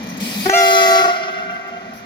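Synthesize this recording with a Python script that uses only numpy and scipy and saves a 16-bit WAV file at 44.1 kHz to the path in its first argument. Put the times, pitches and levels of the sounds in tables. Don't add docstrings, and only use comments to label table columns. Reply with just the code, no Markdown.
import sys
import numpy as np
from scipy import signal
from scipy.fft import rfft, irfft
from scipy.io import wavfile
from scipy.ndimage import uniform_filter1d

SR = 44100
rng = np.random.default_rng(int(sys.argv[2]) if len(sys.argv) > 2 else 0)


def persist_wave(psi):
    counts = np.round(np.clip(psi, -1, 1) * 32767).astype(np.int16)
    wavfile.write(sys.argv[1], SR, np.atleast_2d(counts).T)


def voltage_ratio(decibels):
    exponent = np.asarray(decibels, float) / 20
    return 10 ** exponent


N = 90404

# time_s, gain_db
DUCK_GAIN = [
    (0, -3.5),
    (.2, -2.5),
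    (.42, -0.5),
    (.49, -2.5),
    (.535, -28),
    (1.0, -18.5),
    (1.15, -20),
    (1.35, -18),
    (2.05, -15),
]
# centre_hz, width_hz, level_db
BOGIE_BOOM = [(189, 22, -33.5), (237.3, 77, -30), (135.7, 28, -48.5)]
# centre_hz, width_hz, level_db
RAIL_SINGING = [(1932, 170, -43), (2378, 68, -43)]
# freq_hz, level_db
ROLL_SPECTRUM = [(300, -21), (433, -6), (1160, -12), (2470, -16), (6500, -21.5), (7900, -41.5),
                 (12000, -39), (16400, -42)]
# freq_hz, level_db
WIND_SPECTRUM = [(20, -40), (35, -52), (60, -32), (90, -23), (120, -32), (200, -11), (330, -26)]
ROLL_DB, WIND_DB = -33.5, -37
ROLL_DUCK_SHARE, WIND_DUCK_SHARE = 0.65, 0.61
# start_s, length_s, pitch_hz, level_db
SLEEPER_THUMPS = [(.03, 0.032, 197.6, -26.5), (.1, .06, 214, -33), (.2, 0.058, 201.6, -22.5),
                  (.25, 0.038, 240.3, -25.5), (.34, 0.077, 191, -32), (.375, 0.052, 200, -19.5),
                  (.44, 0.069, 255.7, -27), (.54, 0.043, 184, -40), (1.45, .07, 193, -40),
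                  (1.69, 0.073, 231, -42), (1.87, 0.047, 227, -36)]

# time_s, level_db
VALVE_FLOW = [
    (0.17, -62),
    (0.192, -73),
    (0.204, -37),
    (0.462, -34.5),
    (0.53, -38),
    (0.604, -30.5),
    (0.95, -35.5),
    (1.208, -57),
    (1.3, -63.5),
]
# freq_hz, level_db
HISS_SPECTRUM = [(880, -40), (1500, -28.5), (2420, -4.5), (2700, -10.5), (5130, -8.5), (7880, -17.5),
                 (14900, -17.5), (16300, -25)]
# start_s, length_s, level_db
AIR_PUFFS = [(0.03, 0.0072, -44), (0.037, 0.0042, -49), (0.064, 0.0034, -47), (0.0706, .004, -47),
             (0.088, .004, -40), (0.0955, 0.037, -44.5), (.139, .004, -48), (0.17, 0.01, -38),
             (1.308, 0.024, -53), (1.3825, 0.045, -56), (1.503, 0.074, -55), (1.672, 0.022, -55),
             (1.935, 0.054, -46.5)]
# freq_hz, level_db
PUFF_SPECTRUM = [(2940, -44), (5000, -4), (6400, -2.5), (7850, -23), (9500, -15), (13000, -10),
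                 (16300, -19)]
HISS_DB, HISS_DUCK_SHARE = 8, 0.095

# time_s, pitch_hz
LOW_PITCH = [(.45, 364), (.47, 377), (.49, 384), (.53, 390), (.6, 388), (.75, 385), (.9, 382.5),
             (1.02, 380.5), (1.1, 378)]
# start_s, length_s, start_db, end_db
LOW_BURSTS = [
    (0.454, 0.0069, -25, -14),
    (0.462, 0.0288, -8.5, -22.5),
    (0.491, 0.007, -13, -8),
    (0.498, .524, -18.5, -16.5),
    (1.04, 0.02, -15, -15),
    (1.077, 0.0296, -17, -20.5),
]
# multiple, level_db
LOW_HARMONICS = [(1, -4.5), (2, -5.5), (3, -5.5), (4, -4), (5, -16), (6, -16.5), (7, -16.5), (8, -16.5),
                 (9, -20), (10, -23), (11, -21), (12, -28.5), (13, -21.5), (14, -22.5), (15, -16),
                 (16, -17), (17, -22), (18, -25), (19, -27), (20, -53)]
# time_s, pitch_hz, level_db
HIGH_HORN = [
    (.524, 676, -25),
    (.537, 669.7, -10.5),
    (.552, 700.6, -10.5),
    (.64, 683.7, -12),
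    (.8, 676.8, -13),
    (.97, 674.8, -13.5),
    (1.06, 694, -16.5),
    (1.145, 707, -21.5),
    (1.19, 686, -42),
]
# multiple, level_db
HIGH_HARMONICS = [(1, 0), (2, -3.5), (3, -9.5), (4, -12), (5, -16), (6, -11), (7, -15.5), (8, -14),
                  (9, -17.5), (10, -18.5), (11, -26.5), (12, -48), (13, -40.5), (14, -30), (15, -29),
                  (16, -25.5), (17, -26), (18, -25.5), (19, -28), (20, -33), (21, -33), (22, -31),
                  (23, -40)]
# freq_hz, gain_db
LOW_ONSET = [(390, 1), (770, 4), (1160, -8.5), (1950, 7), (3000, -1.5), (4200, -2.5), (6200, -2.5)]
# freq_hz, gain_db
HIGH_ONSET = [(690, -0.5), (2100, -0.5), (2800, 2.5), (4100, -5), (5500, -3.5), (6500, -5.5),
              (10000, -10.5)]
# freq_hz, gain_db
LATE_COLOUR = [(390, -2), (700, 1.5), (1150, 7.5), (1400, 7), (2000, 1.5), (2700, -8.5), (4100, -9),
               (8000, -7.5)]
# freq_hz, level_db
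RASP_SPECTRUM = [(300, 3.5), (640, 6.5), (950, -6), (2500, 3), (3000, -16), (6500, -2), (8000, -27),
                 (16400, -30)]
# time_s, shift_rad_per_khz
PORT_SWING = [(.45, -0.58), (.57, -0.77), (.65, -0.12), (.8, 0.012), (.88, -0.23), (1.1, -0.14)]
RISE_S, FALL_S, SETTLE_S = 0.0047, 0.0048, 0.15
LATE_FROM_S, LATE_SPAN_S = 0.82, 0.41
WOBBLE_DB, WOBBLE_DB_PER_KHZ, WOBBLE_TOP_DB, WOBBLE_PER_S = 0.2, 0.6, 2, 24
SWAY_RAD_PER_KHZ = 0.08
PITCH_JITTER, RASP_DB, RASP_PATCH_DB = 0.0012, -29, 2
SLACK_DULLS = 0.8
PHASE_SPREAD_RAD = 0.45

# low_pitch_hz, delay_s, level_db, t60_s
WALL_ECHOES = [
    (391.1, .12, -24.5, 2.84),
    (367.4, .1, -29, 2.7),
    (380.1, .16, -30.5, 1.5),
    (410.7, .02, -32.5, 0.18),
    (353.8, .05, -35, 0.23),
]
# freq_hz, gain_db
ECHO_COLOUR = [(300, -4.5), (700, -5.5), (1400, -3.5), (2200, 2), (3500, 1), (4200, -0.5), (5500, 7),
               (8000, -6)]
# freq_hz, t60_share
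ECHO_DECAY = [(300, 1), (2000, 1), (4200, .45), (10000, .25)]
ECHO_DUCK_SHARE = 0.92
FLUTTER_DB, FLUTTER_PER_S = 1.5, 60
ECHO_WAVER_S, ECHO_WAVER_PER_S = 0.00025, 14

# start_s, centre_hz, level_db, t60_s
DIAPHRAGM_POP = (.4945, 1100, -18, .016)
# start_s, centre_hz, level_db, t60_s
JOINT_CLACK = (1.705, 450, -41, .1)

# freq_hz, correlation
PORT_LIKENESS = [(60, .97), (250, .97), (400, .7), (1400, .45), (2300, .75), (5000, .3), (15000, .2)]
# freq_hz, phase_rad
PORT_LEAD = [(200, .1), (680, 1), (1540, 3.2), (1950, 7.4), (2400, 7.7), (2720, 9.3), (4100, 12.4),
             (7000, 16.5)]
# freq_hz, level_db
PORT_LEAN = [(60, -3), (390, 4), (680, -1.5), (1150, 4.5), (2000, 2), (2700, 1), (6000, -1), (9000, 7.5)]
PEAK_CEILING, BASS_CUT_HZ = 1.1, 48
MIC_BEND = 0.03


def evened(x):
    return x / np.sqrt(np.mean(x ** 2) + 1e-20)


def read(points, hz):
    f, value = np.transpose(points)
    return np.interp(np.log(hz + 1), np.log(f + 1), value)


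def curve(rows, col=1):
    rows = np.array(rows)
    return np.interp(np.arange(N) / SR, rows[:, 0], rows[:, col])


def gate(start_s, length_s, rise_s, fall_s):
    t = np.arange(N) / SR - start_s
    attack = np.clip(t / rise_s, 0, 1)
    release = np.clip((length_s + fall_s - t) / fall_s, 0, 1)
    return attack * release


def slow(per_s, count):
    steps = rng.standard_normal((count, 400))
    at = np.arange(N) / SR * per_s
    return np.array([np.interp(at, np.arange(400), s) for s in steps]) * 1.495


def noise(spectrum, patchy_db, like=1):
    frames = N // 128 + 5
    hz = np.fft.rfftfreq(1024, 1 / SR)
    a, b, c, d, patches = rng.standard_normal((frames, 513, 5)).T
    patches = uniform_filter1d(patches, size=12, axis=0)
    patches = evened(uniform_filter1d(patches, size=16, axis=1))
    same = np.clip(like * read(PORT_LIKENESS, hz), -1, 1)[:, None]
    left = a + 1j * b
    right = same * left + np.sqrt(1 - same ** 2) * (c + 1j * d)
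    inside = (hz >= spectrum[0][0]) & (hz <= spectrum[-1][0])
    gain = voltage_ratio(read(spectrum, hz)[:, None] + patchy_db * patches) * inside[:, None]
    z = np.array([left, right]) * gain
    return evened(signal.istft(z, nperseg=1024, noverlap=896)[1][:, :N])


def band(hz, width_hz, own):
    x = rng.standard_normal((4, N))
    shared = x[0] + 1j * x[1]
    z = np.array([shared, shared + own * (x[2] + 1j * x[3])])
    r = np.exp(-np.pi * width_hz / SR)
    for _ in range(2):
        z = signal.lfilter([1], [1, -r], z)
    carrier = np.exp(2j * np.pi * hz * np.arange(N) / SR)
    return evened((z * carrier).real)


def train():
    duck_db = curve(DUCK_GAIN)
    boom = sum(voltage_ratio(db) * band(hz, w, 0.073) for hz, w, db in BOGIE_BOOM)
    sing = sum(voltage_ratio(db) * band(hz, w, 0.99) for hz, w, db in RAIL_SINGING)
    roll = voltage_ratio(ROLL_DB) * noise(ROLL_SPECTRUM, patchy_db=0.0) + sing
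    wind = voltage_ratio(WIND_DB) * noise(WIND_SPECTRUM, patchy_db=-3.0, like=0.87)
    return voltage_ratio(duck_db) * boom + voltage_ratio(ROLL_DUCK_SHARE * duck_db) * roll + voltage_ratio(WIND_DUCK_SHARE * duck_db) * wind


def thumps():
    t = np.arange(N) / SR
    out = np.zeros(N)
    for s, d, hz, db in SLEEPER_THUMPS:
        swell = np.sin(np.pi * np.clip((t - s) / d, 0, 1)) ** 2
        out += voltage_ratio(db) * swell * np.sqrt(2) * np.sin(2 * np.pi * hz * (t - s))
    return out


def air():
    flow_db = curve(VALVE_FLOW) + HISS_DB + HISS_DUCK_SHARE * curve(DUCK_GAIN)
    opening = gate(VALVE_FLOW[0][0], 1.18, 0.0087, 0.22)
    hiss = voltage_ratio(flow_db) * opening * noise(HISS_SPECTRUM, patchy_db=2.5)
    puffs = sum(voltage_ratio(db) * gate(s, 0.5 * d, 0.001, d + 0.014) for s, d, db in AIR_PUFFS)
    return hiss + puffs * noise(PUFF_SPECTRUM, patchy_db=-5.0)


def horn(pitch_hz, level, slack_db, harmonics, onset, start_s):
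    t = np.arange(N) / SR
    turns = np.cumsum(pitch_hz * (1 + PITCH_JITTER * slow(150, count=1)[0])) / SR
    early = np.clip(1.3 - (t - start_s) / SETTLE_S, 0, 1)
    late = np.clip((t - LATE_FROM_S) / LATE_SPAN_S, 0, 1.4)
    swing = curve(PORT_SWING)
    tone = np.zeros((2, N))
    for k, db in harmonics:
        khz = k * pitch_hz.mean() / 1000
        both, left, right, skew = slow(WOBBLE_PER_S, count=4)
        depth_db = np.minimum(WOBBLE_DB + WOBBLE_DB_PER_KHZ * khz, WOBBLE_TOP_DB)
        wobble_db = depth_db * (both + 0.79 * np.array([left, right]))
        colour_db = early * read(onset, 1000 * khz) + late * read(LATE_COLOUR, 1000 * khz)
        dulling_db = SLACK_DULLS * slack_db * np.log2(k)
        port_phase = khz * np.outer([0.5, -0.5], SWAY_RAD_PER_KHZ * skew + swing)
        phase = 2 * np.pi * k * turns - PHASE_SPREAD_RAD * k * k + port_phase
        tone += voltage_ratio(db + wobble_db + colour_db - dulling_db) * np.cos(phase)
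    tone_rms = np.sqrt(np.sum(voltage_ratio(np.array(harmonics)[:, 1]) ** 2) / 2)
    rasp = noise(RASP_SPECTRUM, RASP_PATCH_DB) * (1 + np.cos(2 * np.pi * turns))
    return level * (tone / tone_rms + voltage_ratio(RASP_DB) * rasp)


def low_horn():
    t = np.arange(N) / SR
    level, slack_db = np.zeros(N), np.zeros(N)
    for s, d, start_db, end_db in LOW_BURSTS:
        db = start_db + (end_db - start_db) * np.clip((t - s) / d, 0, 1)
        on = gate(s, d, RISE_S, FALL_S)
        level += on * voltage_ratio(db)
        slack_db += (on > 0) * np.maximum(start_db - db, 0)
    slack_db = uniform_filter1d(slack_db, size=150)
    return horn(curve(LOW_PITCH), level, slack_db, LOW_HARMONICS, LOW_ONSET, 0.55)


def high_horn():
    level_db = curve(HIGH_HORN, col=2)
    start_s, end_s = HIGH_HORN[0][0], HIGH_HORN[-1][0]
    level = voltage_ratio(level_db) * gate(start_s, end_s - start_s, 0.0026, 0.0043)
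    slack_db = 0.44 * (level_db.max() - level_db)
    return horn(curve(HIGH_HORN), level, slack_db, HIGH_HARMONICS, HIGH_ONSET, 0.56)


def echoes(blast):
    t = np.arange(N) / SR
    start_s = LOW_BURSTS[0][0]
    turns = np.cumsum(curve(LOW_PITCH)) / SR
    turns = turns - turns[round(start_s * SR)]
    out = np.zeros((2, N))
    for low_hz, delay_s, db, t60_s in WALL_ECHOES:
        drift = uniform_filter1d(slow(ECHO_WAVER_PER_S, count=1)[0], size=2000)
        path_s = t - start_s - delay_s + ECHO_WAVER_S * drift
        moved = np.interp(path_s * low_hz, turns, blast)
        a, b = rng.standard_normal((2, N))
        hz, frame_s, z = signal.stft(np.array([a, a + b]), SR, nperseg=256)
        decay_db = 60 * frame_s / (t60_s * read(ECHO_DECAY, hz)[:, None])
        z = z * voltage_ratio(read(ECHO_COLOUR, hz)[:, None] - decay_db)
        tail = signal.istft(z, SR, nperseg=256)[1][:, :N]
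        tail = tail / np.linalg.norm(tail[0])
        smeared = signal.fftconvolve(moved[None], tail, axes=1)[:, :N]
        out += voltage_ratio(db + FLUTTER_DB * slow(FLUTTER_PER_S, count=1)) * smeared
    return out


def knock(start_s, hz, db, t60_s, width_hz):
    t = np.maximum(np.arange(N) / SR - start_s, 0)
    envelope = voltage_ratio(db - 60 * t / t60_s) * np.minimum(t / 0.00063, 1)
    return envelope * band(hz, width_hz, 0.3)


def scene():
    blast = low_horn() + high_horn()
    duck_db = curve(DUCK_GAIN)
    walls = voltage_ratio(ECHO_DUCK_SHARE * (duck_db - duck_db.min())) * echoes(blast.mean(0))
    knocks = knock(*DIAPHRAGM_POP, width_hz=1600) + knock(*JOINT_CLACK, width_hz=500)
    return train() + thumps() + air() + blast + walls + knocks


def band_limit(x):
    return signal.sosfilt(signal.butter(12, 15780, fs=SR, output="sos"), x)


def record(dry):
    hz = np.fft.rfftfreq(N, 1 / SR)
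    half = voltage_ratio(read(PORT_LEAN, hz) / 2) * np.exp(0.5j * read(PORT_LEAD, hz))
    bass_cut = 1 / np.sqrt(1 + (BASS_CUT_HZ / (hz + 1)) ** 6)
    ports = irfft(rfft(dry) * np.array([half, 1 / half]) * bass_cut, N)
    soft = ports / (1 + (ports / PEAK_CEILING) ** 4) ** 0.25
    squared = soft ** 2
    mix = soft + MIC_BEND * (squared - uniform_filter1d(squared, size=300, axis=1))
    return band_limit(mix)


dry = scene()
out = record(dry)
persist_wave(out)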